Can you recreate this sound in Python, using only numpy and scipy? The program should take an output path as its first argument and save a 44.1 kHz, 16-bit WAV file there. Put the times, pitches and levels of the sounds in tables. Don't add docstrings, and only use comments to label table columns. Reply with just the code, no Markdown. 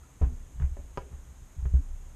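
import sys
import numpy as np
from scipy import signal
from scipy.fft import rfft, irfft
from scipy.io import wavfile
from scipy.ndimage import uniform_filter1d

SR = 44100
rng = np.random.default_rng(int(sys.argv[2]) if len(sys.argv) > 2 else 0)


def to_wav(sig):
    pcm = np.clip(np.atleast_2d(sig), -1, 1) * 32767
    pcm = np.round(pcm).astype(np.int16)
    wavfile.write(sys.argv[1], SR, pcm.T)


def voltage_ratio(level):
    return 10 ** (np.asarray(level, float) / 20)


N = 94815

# start in seconds, boom in dB, drum in dB, direction (-1 down, 1 up).
SHOVES = [(0.214, -19, -24.5, -1), (0.2246, -13, -18, -1), (0.268, -24, -27.5, 1), (0.324, -32, -33.5, 1),
          (0.432, -51, -58, 1), (0.558, -61, -36.5, 1), (.582, -31.5, -46, -1), (0.601, -64, -23, -1),
          (0.619, -20.5, -25, 1), (0.639, -20, -26.5, -1), (0.715, -29, -46, -1), (.79, -35.5, -41, 1),
          (0.839, -39.5, -68, -1), (0.974, -38.5, -37, 1), (1.031, -48, -62, 1), (1.117, -40, -36.5, 1),
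          (1.137, -33, -41, -1), (1.42, -43, -48, 1), (1.566, -38, -38, 1), (1.585, -28, -34.5, -1),
          (1.627, -24.5, -34, 1), (1.648, -46, -30, -1), (1.659, -22, -27, 1), (1.718, -26.5, -55, -1),
          (1.739, -18.5, -17, 1), (1.744, -20.5, -49, -1), (1.798, -55, -36, 1)]
# pitch in Hz, level in dB, 60 dB decay in seconds.
BOOM_MODES = [(64.7, -3.5, 0.22), (65.2, 4, 0.093)]
# pitch in Hz, level in dB, 60 dB decay in seconds.
DRUM_MODES = [(126, 5, 0.059), (154, -23.5, 0.11)]
# start in seconds, level in dB, direction (-1 or 1).
SWAYS = [
    (0.222, -30, 1),
    (0.329, -35.5, 1),
    (0.635, -30, -1),
    (1.159, -40.5, -1),
    (1.402, -42.5, 1),
    (1.607, -37, -1),
    (1.694, -44, 1),
    (1.767, -28, 1),
    (1.908, -32.5, 1),
]
SWAY_HZ, SWAY_T60_S, SWAY_RISE_S = 29.58, 0.76, 0.0048
SHOVE_RISE_S, PALM_S = 0.0038, 0.0059

# start in seconds, level in dB, contact in milliseconds.
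SNAP_HITS = [
    (.9741, -25, .13),
    (.9772, -33, .15),
    (.979, -27, .25),
    (.9813, -26, .2),
    (.987, -37, .2),
]
# pitch in Hz, level in dB, 60 dB decay in seconds.
PULLEY_MODES = [(410, -10, .025), (570, -2, .03), (795, -5, .03), (985, -5, .035), (1228, -3, .035),
                (1566, -12, .025), (1865, -15, .025), (2150, -14, .02), (2400, -16, .02), (2850, -19, .02),
                (5200, -26, .012)]
SNAP_DB, TICK_DB = -7.5, -2

# start in seconds, thud in dB, scrape in dB, scrape length in seconds,
# tone of the spot in Hz.
KNOCKS = [(0.2146, -32, -47, 0.015, 407), (.228, -39.5, -57, 0.042, 290), (0.597, -64, -56.5, 0.0091, 400),
          (0.608, -48, -53, 0.039, 400), (0.769, -42, -53.5, 0.0049, 546), (.79, -51, -63.5, 0.016, 450),
          (1.122, -59, -64.5, 0.031, 372), (1.583, -71, -68, 0.035, 400), (1.6538, -44, -49, 0.0074, 425),
          (1.738, -43.5, -60, 0.0058, 390), (1.76, -63, -60.5, 0.013, 900)]
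# pitch in Hz, level in dB, 60 dB decay in seconds.
WOOD_MODES = [(285, -4, .07), (400, 0, .06), (460, -6, .05), (570, 0, .05), (630, -4, .05), (800, -8, .045),
              (960, -6, .045)]
# frequency in Hz, level in dB.
GRIT = [(400, -30), (750, 7.5), (1350, 3), (2000, -1), (3200, -9.5), (3700, -16), (5000, -39)]
BOUNCES_PER_S, BOUNCE_DB, BOUNCE_SPREAD_DB = 450, -5, 5
SPOT_DB_PER_OCT = 14
SCRAPE_RISE, SCRAPE_GRAIN_DB = 0.2, 2.5

# start in seconds, length in seconds, level
# in dB, start and end pitch in Hz.
CREAKS = [
    (0.034, 0.0079, -55, 1390, 1250),
    (0.268, 0.093, -54, 257.6, 227),
    (1.774, 0.047, -52.5, 228, 310),
]

# time in seconds, level in dB.
TREMOR_LEVEL = [
    (0.0, -60),
    (0.15, -55),
    (0.41, -47.5),
    (1.25, -50.5),
    (1.4, -54.5),
    (1.63, -81),
    (1.75, -24.5),
    (1.83, -41),
    (1.99, -49),
    (2.15, -53.5),
]
# centre in Hz, width in Hz, level in dB.
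TREMOR_BODY = [(27.8, 11.5, -4), (65.7, 12, 4.5), (131, 31.4, -22), (250, 20, -29)]

# frequency in Hz, 60 dB decay in seconds.
ROOM_DECAY = [(200, 0.85), (1000, 0.1), (3000, 0.24), (8000, 0.033)]
ROOM_DB, ROOM_THIN_HZ = -9.5, 450
# frequency in Hz, gain in dB.
HOUSING = [(0, 13.5), (2800, 0), (3700, -4), (5600, 10), (6500, 16), (8000, -5.5), (10000, -34.5)]
# frequency in Hz, level in dB per Hz.
ROOM_HISS = [(24, -26), (40, 5), (150, -7), (205, -13.5), (286, -15.5), (484, -21), (1070, -23),
             (4200, -35), (5460, -66), (9240, -120)]
ROOM_HISS_DB = -64.5
# frequency in Hz, level in dB per Hz.
CAPSULE_HISS = [(4200, -20), (5900, -14.5), (6350, -3), (6750, -4), (7500, -9), (9500, -14), (10500, -21),
                (12000, -15), (14500, -29)]
CAPSULE_DB, EDGE_HZ = -65.5, 14500


def evened(x):
    return x / np.sqrt(np.mean(x ** 2) + 1e-20)


def read(points, hz):
    f, value = np.transpose(points)
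    return np.interp(np.log(hz + 1), np.log(f + 1), value)


def add(mix, s, sound):
    part = mix[round(s * SR):][:len(sound)]
    part += sound[:len(part)]


def ring(modes, rise_s, size=SR):
    t = np.arange(size) / SR
    tones = sum(voltage_ratio(db - 60 * t / t60) * np.sin(2 * np.pi * hz * t) for hz, db, t60 in modes)
    return (1 - np.exp(-t / rise_s)) * tones


def noise(colour, lo_hz, hi_hz):
    hz = np.fft.rfftfreq(N, 1 / SR)
    z = rfft(rng.standard_normal(N)) * voltage_ratio(colour(hz))
    inside = (hz > lo_hz) * (hz < hi_hz)
    return irfft(z, N) / np.std(irfft(z * inside, N))


def desk():
    out = np.zeros(N)
    boom = ring(BOOM_MODES, SHOVE_RISE_S)
    drum = ring(DRUM_MODES, SHOVE_RISE_S / 2)
    for s, boom_db, drum_db, way in SHOVES:
        add(out, s, np.sign(way) * (voltage_ratio(boom_db) * boom + voltage_ratio(drum_db) * drum))
    sway = ring([(SWAY_HZ, 0, SWAY_T60_S)], SWAY_RISE_S, size=2 * SR)
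    for s, db, way in SWAYS:
        add(out, s, np.sign(way) * voltage_ratio(db) * sway)
    palm = np.hanning(round(PALM_S * SR))
    return signal.oaconvolve(out, palm / palm.sum(), "same")


def snap():
    out = np.zeros(N)
    ms = np.arange(SR // 100) / SR * 1000
    body = ring(PULLEY_MODES, 0.0001, size=SR // 4)
    body[[0, 8, 30]] += voltage_ratio(TICK_DB) * np.array([-6, 20, -10])
    for s, db, contact_ms in SNAP_HITS:
        pulse = ms ** 2 * np.exp(-2 * ms / contact_ms)
        add(out, s, -voltage_ratio(db + SNAP_DB) * np.convolve(body, pulse / pulse.sum()))
    return out


def knocks():
    thud, effort = np.zeros(N), np.zeros(N)
    luck = rng.random((len(KNOCKS), 3, 40))
    t = np.arange(SR // 8) / SR
    for (s, thud_db, scrape_db, length, spot_hz), (when, size, way) in zip(KNOCKS, luck):
        hits = np.zeros(len(t))
        at = (np.cumsum(0.3 + 1.4 * when) * SR / BOUNCES_PER_S).astype(int)
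        bounce_db = BOUNCE_DB + BOUNCE_SPREAD_DB * np.log(size + 0.021) - 20 * (at / SR / length) ** 2
        hits[at] = np.sign(way - 0.5) * voltage_ratio(bounce_db)
        hits[0] = -1
        wood = [(hz, db - SPOT_DB_PER_OCT * abs(np.log2(hz / spot_hz)), t60) for hz, db, t60 in WOOD_MODES]
        add(thud, s, voltage_ratio(thud_db) * signal.fftconvolve(hits, ring(wood, 0.001, size=SR // 4)))
        rise = np.minimum(t / (SCRAPE_RISE * length), 1)
        add(effort, s, voltage_ratio(scrape_db - 10 * (t / length) ** 1.6) * rise)
    grain = voltage_ratio(SCRAPE_GRAIN_DB * evened(uniform_filter1d(rng.standard_normal(N), size=80)))
    grit = noise(lambda hz: read(GRIT, hz), lo_hz=400, hi_hz=3450)
    return thud + effort * grain * grit


def creaks():
    out = np.zeros(N)
    for s, length, db, start_hz, end_hz in CREAKS:
        u = np.arange(0, 1, 1 / (length * SR))
        turns = np.cumsum(start_hz + (end_hz - start_hz) * u) / SR
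        add(out, s, voltage_ratio(db) * np.sin(np.pi * u) * np.sin(2 * np.pi * turns))
    return out


def tremor():
    def colour(hz):
        return 10 * np.log10(sum(voltage_ratio(db) ** 2 / (1 + (2 * (hz - f) / w) ** 4) for f, w, db in TREMOR_BODY))
    s, db = np.transpose(TREMOR_LEVEL)
    effort = voltage_ratio(np.interp(np.arange(N) / SR, s, db))
    return effort * noise(colour, lo_hz=46.7, hi_hz=91)


def room(x):
    hz, t, z = signal.stft(rng.standard_normal(SR // 2), SR, nperseg=256)
    decay = voltage_ratio(-60 * t / read(ROOM_DECAY, hz)[:, None])
    thin = (hz / np.hypot(hz, ROOM_THIN_HZ))[:, None] ** 2
    tail = signal.istft(z * decay * thin, SR, nperseg=256)[1]
    tail = np.r_[np.zeros(SR // 300), tail]
    return signal.fftconvolve(x, tail / np.linalg.norm(tail))[:N]


def housing(x):
    hz = np.linspace(0, SR / 2, 200)
    taps = signal.minimum_phase(signal.firwin2(255, hz, voltage_ratio(2 * read(HOUSING, hz)), fs=SR))
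    return signal.oaconvolve(x, taps)[:N]


def room_hiss():
    return voltage_ratio(ROOM_HISS_DB) * noise(lambda hz: read(ROOM_HISS, hz) - 60 * (hz > 4200), lo_hz=300, hi_hz=3500)


def capsule_hiss():
    def colour(hz):
        return read(CAPSULE_HISS, hz) - 60 * (hz < 4200)
    return voltage_ratio(CAPSULE_DB) * noise(colour, lo_hz=4200, hi_hz=15000)


def scene():
    soft, hard = knocks() + creaks(), snap()
    near = housing(soft + hard + voltage_ratio(ROOM_DB) * (room(soft) + room(hard)))
    return (desk() + tremor() + near + room_hiss())[None]


def top_cut(x):
    return signal.sosfilt(signal.butter(12, 14670, fs=SR, output="sos"), x)


def record(dry):
    edge = signal.firwin(255, EDGE_HZ, fs=SR)[None]
    mix = signal.oaconvolve(dry + capsule_hiss(), edge, "same")
    return top_cut(mix)


dry = scene()
out = record(dry)
to_wav(out)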